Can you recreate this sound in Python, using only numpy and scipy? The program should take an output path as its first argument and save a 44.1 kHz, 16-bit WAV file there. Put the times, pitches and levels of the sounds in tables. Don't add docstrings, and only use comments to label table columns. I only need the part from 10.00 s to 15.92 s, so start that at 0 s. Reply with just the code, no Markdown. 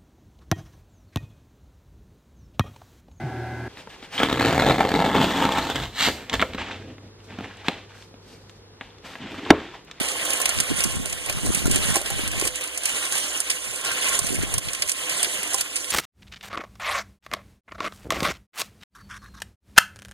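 import sys
import numpy as np
from scipy import signal
from scipy.fft import rfft, irfft, next_fast_len
from scipy.io import wavfile
from scipy.ndimage import uniform_filter1d, map_coordinates

SR = 44100
rng = np.random.default_rng(int(sys.argv[2]) if len(sys.argv) > 2 else 0)


def generate_wav(sig):
    pcm = np.round(np.clip(np.atleast_2d(sig).T, -1, 1) * 32767).astype(np.int16)
    wavfile.write(sys.argv[1], SR, pcm)


N = 261072

# pitch_hz [Hz], level_db [dB]
SAND_SPECTRUM = [(2500, -31.5), (4000, -15.5), (5300, -9), (6500, -3.5), (8000, -3), (9500, 1.5),
                 (11000, -6), (12500, -16), (15000, -24)]
# pitch_hz [Hz], level_db [dB]
MASS_SPECTRUM = [(40, -13.5), (150, -10), (500, -6.5), (850, -11.5), (1300, -10.5), (2400, 0), (3000, 0.5),
                 (4000, -7.5), (5300, -15), (7000, -21.5)]


def load():
    sand_db, mass_db = sliding()
    surge = wobble(30)
    rattle = taps(70, spread_db=0.0, t60=0.12)
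    grains = taps(1200, spread_db=5.0, t60=0.0091)
    bumps = taps(60, spread_db=-19, t60=0.049)
    sand = amp(sand_db - 3.5 + 1.4 * surge) * (0.79 + 0.33 * rattle + 0.36 * grains)
    mass = amp(mass_db - 4.0 + 2.03 * surge) * (0.97 + 0.024 * rattle + 0.019 * bumps)
    return coloured(sand, SAND_SPECTRUM, patchy_db=2.5) + coloured(mass, MASS_SPECTRUM, patchy_db=2.5)


# [dB, tumbling mass]
SLIDES = [(0.0, 0.041, -29, -26.5), (0.1, 0.12, -34.5, -31.5), (0.27, 0.15, -28, -26.5),
          (0.47, 0.086, -30.5, -25), (0.56, 0.19, -33, -31), (0.79, 0.12, -28.5, -28),
          (0.93, 0.1, -38.5, -40), (1.1, 0.14, -39.5, -41), (1.3, 0.029, -41, -32.5),
          (1.47, 0.12, -28, -32.5), (1.72, .25, -25, -25), (2.06, 0.33, -37, -32.5),
          (2.44, 0.021, -29.5, -31.5), (2.55, 0.23, -43.5, -39), (2.87, 0.2, -30.5, -30.5),
          (3.15, 0.12, -27.5, -28.5), (3.25, 0.16, -33.5, -33.5), (3.515, 0.0088, -29.5, -31),
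          (3.56, 0.21, -36, -39), (3.86, 0.057, -32.5, -29), (3.96, 0.085, -39, -33.5),
          (4.07, 0.1, -24, -24), (4.27, 0.043, -26.5, -29), (4.36, 0.22, -39.5, -37.5),
          (4.435, 0.0048, -37, -37), (4.68, 0.064, -40, -44), (4.83, 0.016, -38, -35.5),
          (4.9, 0.0088, -31, -37), (5.01, 0.043, -32.5, -31.5), (5.12, 0.18, -28, -26.5),
          (5.34, 0.08, -33, -31), (5.52, 0.059, -28.5, -32.5), (5.75, 0.042, -42, -51),
          (5.82, 0.13, -32.5, -51)]
TRICKLE_DB, ROLL_DB = -38.5, -37
SLIDE_RISE_DB_PER_S, SLIDE_FALL_DB_PER_S = 152, 162


def sliding():
    return swells(SLIDES, [TRICKLE_DB, ROLL_DB], SLIDE_RISE_DB_PER_S, SLIDE_FALL_DB_PER_S)


TICK_DB, TICKS_PER_S = -12.5, 60


def ticks():
    size = (len(MESH_MODES), N)
    trains = []
    for _ in range(2):
        struck = rng.random(size) < TICKS_PER_S / SR
        strength = amp(2.5 * np.minimum(rng.exponential(size=size), 3))
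        trains.append(pings(struck * strength))
    return amp(sliding()[0] + TICK_DB) * unit(np.array(trains))


# pitch_hz [Hz], level_db [dB], t60_s [s]
MESH_MODES = [(3360, -4.5, 0.016), (4370, -8.5, 0.021), (6630, -5, 0.0065), (8800, 0, 0.018),
              (9430, 2.5, 0.014), (10150, 0.5, 0.018)]


def pings(blows):
    t = np.arange(SR // 20) / SR
    rings = [amp(db - 60 * t / t60) * np.sin(2 * np.pi * hz * t) for hz, db, t60 in MESH_MODES]
    return np.sum(signal.fftconvolve(blows, rings, axes=1), axis=0)[:N]


# [dB re level_db, drum thud]
STONES = [(0.0308, -20, -35, -29), (0.085, -16, -1, -22), (0.1158, -15.5, -11, -29),
          (0.251, -14.5, -20, -10), (0.3037, -10, -8, -14.5), (0.333, -8, -28, -44), (0.3815, -23, -13, -4),
          (0.4002, -14, -26, -6.5), (0.415, -6.5, -29, -31), (0.4557, -3.5, -4.5, -21),
          (0.491, -5, -14, -19), (0.586, -20, 3, -28), (0.601, -3.5, -12, -30), (0.604, -16, -12, -25),
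          (0.805, -9.5, -6, -18), (0.838, -4.5, -18, -38), (0.841, -10.5, -14, -34),
          (0.921, -18.5, -22, -24), (0.956, -20, -20, -15), (1.057, -12, -13, -19.5),
          (1.098, -18, -26, -33), (1.126, -14.5, -8, -22), (1.2605, -17, -23, -18.5),
          (1.2965, -12.5, -8, -14), (1.3249, -17, -9, -22), (1.4618, -14.5, -20, -13),
          (1.5472, -4, -41, -47), (1.655, -12.5, -14, -13), (1.668, -13.5, -9, -14),
          (1.712, -4.5, -11, -39), (1.7205, -20, -19, -35), (1.745, -13, -17, -25), (1.7586, -4, -12, -27),
          (1.9414, -9, -18, -16.5), (1.9558, -2.5, -12.5, -17), (1.966, -7.5, -10, -31),
          (2.0145, -14, -19, -14), (2.0593, -13.5, -5.5, -19), (2.102, -13, -39, -14),
          (2.276, -12.5, -8, -55), (2.3146, -18, -16, -17), (2.397, -11, -38, -41),
          (2.412, -11.5, -6.5, -16), (2.424, -30, -20, -18), (2.4515, -12, -13, -18),
          (2.472, -7.5, -16, -29), (2.475, -17, -5, -35), (2.5563, -17, -9, -31), (2.61, -19, -9, -16),
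          (2.6374, -17.5, -26, -51), (2.674, -19, -24, -29), (2.775, -11.5, -42, -21),
          (2.834, -16, -34, -43), (2.855, -5.5, -11, -46), (2.8918, -13, -16, -19), (3.052, -15, -48, -14),
          (3.1225, -11, -11, -22), (3.151, -13.5, -5, -41), (3.1755, -14, -16, -34),
          (3.179, -13.5, -5.5, -34), (3.3558, -24, -35, -23), (3.402, -6, -53, -29),
          (3.499, -11.5, -2.5, -58), (3.502, -9.5, -10, -47), (3.5122, -19, 1, -33),
          (3.7584, -16.5, -49, -50), (3.8112, -20, -14, -26), (3.8492, -14, -5, -28),
          (4.0123, -19, -18, -22), (4.085, -11, -35, -36), (4.0918, -11, -28, -32), (4.099, -19, -18, -31),
          (4.1897, -2.5, -52, -20), (4.2665, -15, -5, -20), (4.325, -15, -27, -19), (4.344, -15, -13, -21),
          (4.353, -14.5, -30, -29), (4.4263, -15.5, -10, -17), (4.5394, -6.5, -12, -21),
          (4.5802, -6.5, -12.5, -21), (4.685, -21.5, 3.5, -34), (4.7317, -14, -10, -30),
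          (4.748, -17.5, -3, -29), (4.8208, -7, -2.5, -41), (4.8761, -15.5, -11, -47),
          (4.8872, -15, -7, -38), (4.8942, -6, -14, -46), (4.917, -7.5, -15, -43), (5.096, -13, -5, -27),
          (5.229, -3.5, -14, -26), (5.2325, -18, -18, -38), (5.236, -22, -14, -31), (5.245, -14, 1, -30),
          (5.4305, -12, -27, -31), (5.475, -20, -11, -23), (5.5045, -19, -26, -21),
          (5.533, -12.5, -26, -19), (5.5429, -4, -30, -26), (5.5817, -17, -6, -17), (5.609, -3, -11, -28),
          (5.757, -12.5, -10, -37), (5.764, -12, -12.5, -31), (5.772, -22, -7, -19),
          (5.843, -20.5, -1, -24), (5.9038, -10, -13, -29)]
# pitch_hz [Hz], level_db [dB]
BAR_SPECTRUM = [(500, -42), (1000, -31), (1600, -8), (2400, 6.5), (3000, 1.5), (4000, -2), (5300, 2),
                (7000, -37)]
# pitch_hz [Hz], level_db [dB]
SHELL_SPECTRUM = [(150, -14), (500, 3), (1000, 1), (1500, -16), (2500, 11)]
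CHATTER_T60 = 0.038
PING_DB, PING_SCATTER_DB = -11, 3


def stones():
    t = np.arange(SR // 10) / SR
    shapes, ring, snap = np.zeros((3, N + SR)), np.zeros(N + SR), np.zeros(N)
    blows = np.zeros((len(MESH_MODES), N))
    low = np.transpose(MESH_MODES)[0] < 5000
    rise = 1 - np.exp(-t / 0.00096)
    scatter = PING_SCATTER_DB * rng.standard_normal((len(STONES), len(MESH_MODES)))
    for (s, db, knock_db, thud_db), uneven_db in zip(STONES, scatter):
        start = round(s * SR)
        parts = [(-5.5, 1), (knock_db - 5.5, 1.3), (thud_db - 0.5, 1.6)]
        for part, (level_db, longer) in enumerate(parts):
            fall = amp(-60 * t / (CHATTER_T60 * longer)) + 0.41 * amp(-60 * t / 0.0074)
            shapes[part, start:][:len(t)] += amp(db + level_db) * fall * rise
        modes = sum(amp(rng.normal(0, 4.1)) * np.sin(2 * np.pi * hz * t)
                    for hz, _, _ in FRAME_RESONANCES if hz > 350)
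        ring[start:][:len(t)] += amp(db + thud_db - 13.5 - 60 * t / 0.062) * rise * modes
        snap[start + 25] = amp(db - 20)
        blows[:, start + 20] = amp(db + PING_DB + uneven_db + low * (knock_db + 4.5))
    bounces = 0.67 + 0.17 * taps(600, spread_db=2.0, t60=0.00086)
    snap = filtered(snap, lambda hz: amp(along(SAND_SPECTRUM, hz)) + 0.5 * amp(along(BAR_SPECTRUM, hz)))
    spectra = [SAND_SPECTRUM, BAR_SPECTRUM, SHELL_SPECTRUM]
    chatter = sum(coloured(bounces * e[:N], c, patchy_db=1.4) for e, c in zip(shapes, spectra))
    return chatter + [ring[:N] + snap, pings(blows)]


# [Hz, favoured by the spot struck]
KNOCKS = [(0.279, -29, 610), (0.303, -27, 550), (0.461, -32.5, 634), (1.2979, -30, 556), (1.9555, -16, 805),
          (1.9668, -20, 340), (1.981, -33, 800), (2.0143, -31, 600), (2.104, -25, 746), (2.4236, -23, 380),
          (2.468, -29, 328), (3.12, -31, 653), (4.47, -34.5, 680), (5.27, -29, 335), (5.5436, -20.5, 1040)]
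# pitch_hz [Hz], level_db [dB], t60_s [s]
SHELL_MODES = [(347, -4, 0.075), (392, 1, 0.039), (542, -4.5, 0.079), (597, -12.5, 0.11),
               (671, -13.5, 0.17), (797, -9.5, 0.12), (1036, -11.5, 0.1), (1400, -18, 0.041)]
FAVOUR_DB_PER_OCTAVE = 12


def knocks():
    ring, t = np.zeros(N + SR), np.arange(SR // 5) / SR
    for s, db, favoured_hz in KNOCKS:
        modes = 0
        for hz, mode_db, t60 in SHELL_MODES:
            off_db = FAVOUR_DB_PER_OCTAVE * abs(np.log2(hz / favoured_hz))
            level_db = mode_db + rng.normal(0, 0.87) - off_db
            modes = modes + amp(level_db - 60 * t / t60) * np.sin(2 * np.pi * hz * t)
        push = 0.54 * np.sin(2 * np.pi * favoured_hz * t) * amp(-60 * t / 0.016)
        ring[round(s * SR):][:len(t)] += amp(db) * (modes + push) * (1 - np.exp(-t / 0.00043))
    return np.array([ring[:N], 0 * ring[:N]])


# pitch_hz [Hz], width_hz [Hz], level_db [dB rms of the hum]
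FRAME_RESONANCES = [(59.6, 12, -54), (304.5, 21, -53.5), (402.3, 16, -59.5), (504.6, 9.7, -54.5),
                    (602.5, 28, -58), (695, 30, -60), (1077, 92, -57), (1409, 24, -61.5), (1570, 73, -58.5),
                    (1748, 70, -64.5)]
# start_s [s], length_s [s], boost_db [dB]
DRAGS = [(0.25, 0.067, 0), (0.38, 0.04, -4), (0.8, 0.06, 5.5), (1.8, 0.13, 8), (2.95, 0.097, 4.5),
         (3.86, 0.072, 11), (4.05, 0.11, 10), (5.12, 0.14, -11)]


def drive():
    hums = np.zeros(N)
    drag_db, = swells(DRAGS, [0.0], 120, 120)
    for hz, width_hz, db in FRAME_RESONANCES:
        band = filtered(rng.standard_normal(N), lambda f: 1 / (1 + (2 * (f - hz) / width_hz) ** 2))
        hums += amp(db + drag_db * (hz > 900) + 2.1 * wobble(5.994)[0]) * unit(band)
    mass_db = sliding()[1]
    strain_db = 0.48 * (mass_db - mass_db.mean())
    return np.array([amp(-0.5 + strain_db) * hums, 0 * hums])


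# start_s [s], length_s [s], level_db [dB]
SPELLS = [(0.0, 0.022, -47), (0.3, .03, -48), (0.55, 0.068, -36), (0.71, .05, -35.5), (0.8, 0.1, -35),
          (0.95, 0.1, -31), (1.1, 0.09, -41.5), (1.29, 0.17, -35), (1.445, 0.11, -28), (1.65, 0.14, -25),
          (1.83, 0.14, -31), (2.05, 0.43, -35), (2.5, 0.056, -46), (3.11, 0.027, -50), (3.66, 0.039, -46),
          (4.14, 0.11, -40.5), (4.28, 0.068, -33.5), (4.39, 0.063, -29.5), (4.54, 0.028, -31),
          (4.64, 0.062, -40), (4.82, 0.025, -44), (5.565, 0.023, -45)]
# start_s [s, peak], level_db [dB], pitch_hz [Hz], port [0 left, 1 right]
SLAPS = [(0.0115, -13, 247, 1), (0.589, -19, 200, 1), (0.602, -18, 161, 1), (0.617, -21, 260, 1),
         (0.704, -14, 200, 1), (0.7121, -11, 260, 1), (0.7175, -10, 300, 1), (0.726, -17, 201, 1),
         (0.74, -21, 150, 1), (0.785, -23, 173, 0), (0.854, -14, 280, 1), (0.861, -12.5, 217, 1),
         (0.876, -16, 172, 1), (0.953, -20, 245, 1), (0.97, -16, 146, 0), (1.001, -17, 203, 1),
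         (1.011, -21, 260, 1), (1.03, -23, 160, 1), (1.372, -18, 147, 0), (1.435, -20, 202, 1),
         (1.451, -13, 262, 0), (1.461, -20, 230, 0), (1.474, -16, 170, 0), (1.496, -15, 248, 0),
         (1.5045, -8.5, 276, 0), (1.551, -20, 159, 0), (1.575, -14, 206, 1), (1.604, -20, 191, 1),
         (1.626, -18, 234, 1), (1.6578, -8, 238, 0), (1.68, -7.5, 283, 0), (1.7, -12, 218, 1),
         (1.708, -11, 230, 1), (1.723, -24, 221, 1), (1.751, -15, 220, 1), (1.76, -8.5, 267, 1),
         (1.771, -12, 350, 1), (1.855, -18, 145, 0), (1.888, -11, 175, 1), (1.906, -12, 162, 1),
         (1.927, -13, 169, 1), (2.12, -22, 142, 1), (2.14, -26, 164, 0), (2.194, -18, 308, 0),
         (2.236, -20, 187, 0), (2.379, -20, 176, 1), (4.219, -21, 120, 0), (4.245, -19, 196, 0),
         (4.306, -16, 260, 1), (4.321, -19, 300, 0), (4.329, -14, 300, 1), (4.337, -17, 330, 1),
         (4.348, -18, 280, 1), (4.364, -18, 202, 1), (4.386, -29, 123, 0), (4.405, -16, 138, 0),
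         (4.435, -12, 274, 0), (4.547, -17, 99, 0), (4.577, -15, 110, 0), (4.675, -24, 110, 0)]
# pitch_hz [Hz], level_db [dB]
BUFFET_SPECTRUM = [(20, -1), (60, 1.5), (120, -2), (250, -11), (500, -19), (900, -30.5), (2000, -67)]
CALM_DB, WIND_RISE_DB_PER_S, WIND_FALL_DB_PER_S = -62, 294, 246
SLAP_CYCLES, SLAP_TAIL_CYCLES = 0.2, 0.6


def wind():
    lumps = unit(amp(1.2 * wobble(25, channels=2) + 0.26 * wobble(20)))
    buffet_db, = swells(SPELLS, [CALM_DB], WIND_RISE_DB_PER_S, WIND_FALL_DB_PER_S)
    envelope = amp(buffet_db + 0.5) * lumps
    t, slaps = np.arange(-SR // 100, SR // 25) / SR, np.zeros((2, N + SR))
    for s, db, hz, port in SLAPS:
        cycles, start = hz * t, round(s * SR) - SR // 100
        width = np.where(t < 0, SLAP_CYCLES, SLAP_TAIL_CYCLES)
        bell = np.exp(-(cycles / width) ** 2 / 2)
        wave = np.cos(2 * np.pi * cycles + rng.normal(0.4, 0.25))
        slaps[int(port), start:start + len(t)] += rng.choice([-1, 1]) * amp(db) * bell * wave
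    kicks = (rng.random((2, N)) < 45 / SR) * rng.standard_normal((2, N))
    kicks = unit(filtered(kicks, lambda hz: amp(along(BUFFET_SPECTRUM, hz)) * (1 + hz / 300)))
    rumble = coloured(envelope, BUFFET_SPECTRUM, patchy_db=1.7)
    return 1.06 * rumble + 0.38 * envelope * kicks + slaps[:, :N]


# pitch_hz [Hz], likeness [0-1]
LIKENESS = [(100, 1), (1300, 0.74), (1900, 0), (3500, 0), (5500, 0.15), (7000, 0.15), (10000, 0.12),
            (14000, 0.2)]
# pitch_hz [Hz], level_db [dB]
SHADOW = [(300, -0.5), (600, 1.5), (5000, -4.5), (7000, -4), (8200, -4.5), (9500, -12), (11500, -9),
          (14000, -2)]
# pitch_hz [Hz], delay_s [s]
LAG = [(1300, 0.000058), (2000, 0.00017), (6000, 0.0002734)]


def ports(pair):
    def turn(hz):
        return np.arccos(np.clip(along(LIKENESS, hz), 0, 1)) / 2

    common, apart = filtered(pair, lambda hz: np.array([np.cos(turn(hz)), np.sin(turn(hz))]))
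    left = filtered(common + apart, lambda hz: amp(along(SHADOW, hz)) * delayed(LAG, hz))
    return np.array([left, common - apart])


def amp(db):
    return 10 ** (np.asarray(db) / 20)


def unit(x):
    return x / np.sqrt(np.mean(x ** 2) + 1e-20)


def along(points, hz):
    f, v = np.transpose(points)
    return np.interp(np.log(hz + 1), np.log(f + 1), v)


def delayed(points, hz):
    return np.exp(-2j * np.pi * hz * along(points, hz))


def wobble(rate, channels=1):
    knots = rng.standard_normal((channels, int(N * rate / SR) + 4))
    return np.array([map_coordinates(k, [np.arange(N) * rate / SR]) for k in knots])


def filtered(x, response):
    m = next_fast_len(N + 8192)
    return irfft(rfft(x, m) * response(np.fft.rfftfreq(m, 1 / SR)), m)[..., :N]


def coloured(envelope, spectrum, patchy_db):
    z = signal.stft(rng.standard_normal((2, N)), nperseg=256)[2]
    field = uniform_filter1d(rng.standard_normal(z.shape[1:]), size=4, axis=0)
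    field = uniform_filter1d(field, size=7, axis=1)
    patchy = signal.istft(z * amp(patchy_db * unit(field)), nperseg=256)[1][:, :N]
    noise = envelope * unit(patchy)
    power = np.mean(amp(along(spectrum, np.linspace(0, SR / 2, num=2000))) ** 2)
    return filtered(noise, lambda hz: amp(along(spectrum, hz)) / np.sqrt(power))


def taps(per_s, spread_db, t60):
    chance, size = rng.random(N), rng.exponential(size=N)
    strikes = (chance < per_s / SR) * amp(spread_db * np.minimum(size, 4))
    return unit(signal.lfilter([1], [1, -amp(-60 / (t60 * SR))], strikes))


def swells(rows, rest_db, rise, fall):
    s, length, *levels = np.transpose(rows)[..., None]
    t = np.arange(0, N, 64) / SR
    away_db = rise * np.maximum(s - t, 0) + fall * np.maximum(t - s - np.abs(length), 0)
    curves = []
    for db, rest in zip(levels, rest_db):
        power = np.sum(amp(db - away_db) ** 2, axis=0) + amp(rest) ** 2
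        curves.append(np.interp(np.arange(N) / SR, t, 10 * np.log10(power)))
    return curves


def scene():
    return ports(amp(3.5) * (load() + ticks() + stones() + knocks() + drive())) + wind()


def ducked(x, knee_db, depth, attack_s, release_s):
    level = np.mean(x ** 2, axis=0)
    for seconds in attack_s, release_s:
        keep = np.exp(-1 / (seconds * SR))
        level = signal.lfilter([1 - keep], [1, -keep], level)
    return x * (1 + level / amp(knee_db) ** 2) ** -depth


# pitch_hz [Hz], share [0-1]
WIDEN_SHARE = [(60, 0.69), (1300, 0.59), (2650, 0.88), (4000, 0.67), (5300, 0.81), (6600, 0.2), (8000, 0.1),
               (9400, 0.11), (12000, 0.08)]
# pitch_hz [Hz], delay_s [s]
WIDEN_DELAY = [(1300, 0.00038), (2500, 0.0004016), (4000, 0.00037), (5300, 0.000376), (9400, 0.0003704)]
TOP_HZ = 15300


def record(dry):
    x = ducked(dry, knee_db=-24.0, depth=0.25, attack_s=0.018, release_s=0.038)
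    cross = filtered(x[::-1], lambda hz: np.clip(along(WIDEN_SHARE, hz), 0, 1) * delayed(WIDEN_DELAY, hz))
    wide = x - cross
    clipped = wide / (1 + np.abs(wide / 0.95) ** 4) ** 0.25
    return filtered(clipped, lambda hz: 1 / (1 + (hz / TOP_HZ) ** 80) * (hz < 16500))


dry = scene()
out = record(dry)
generate_wav(out)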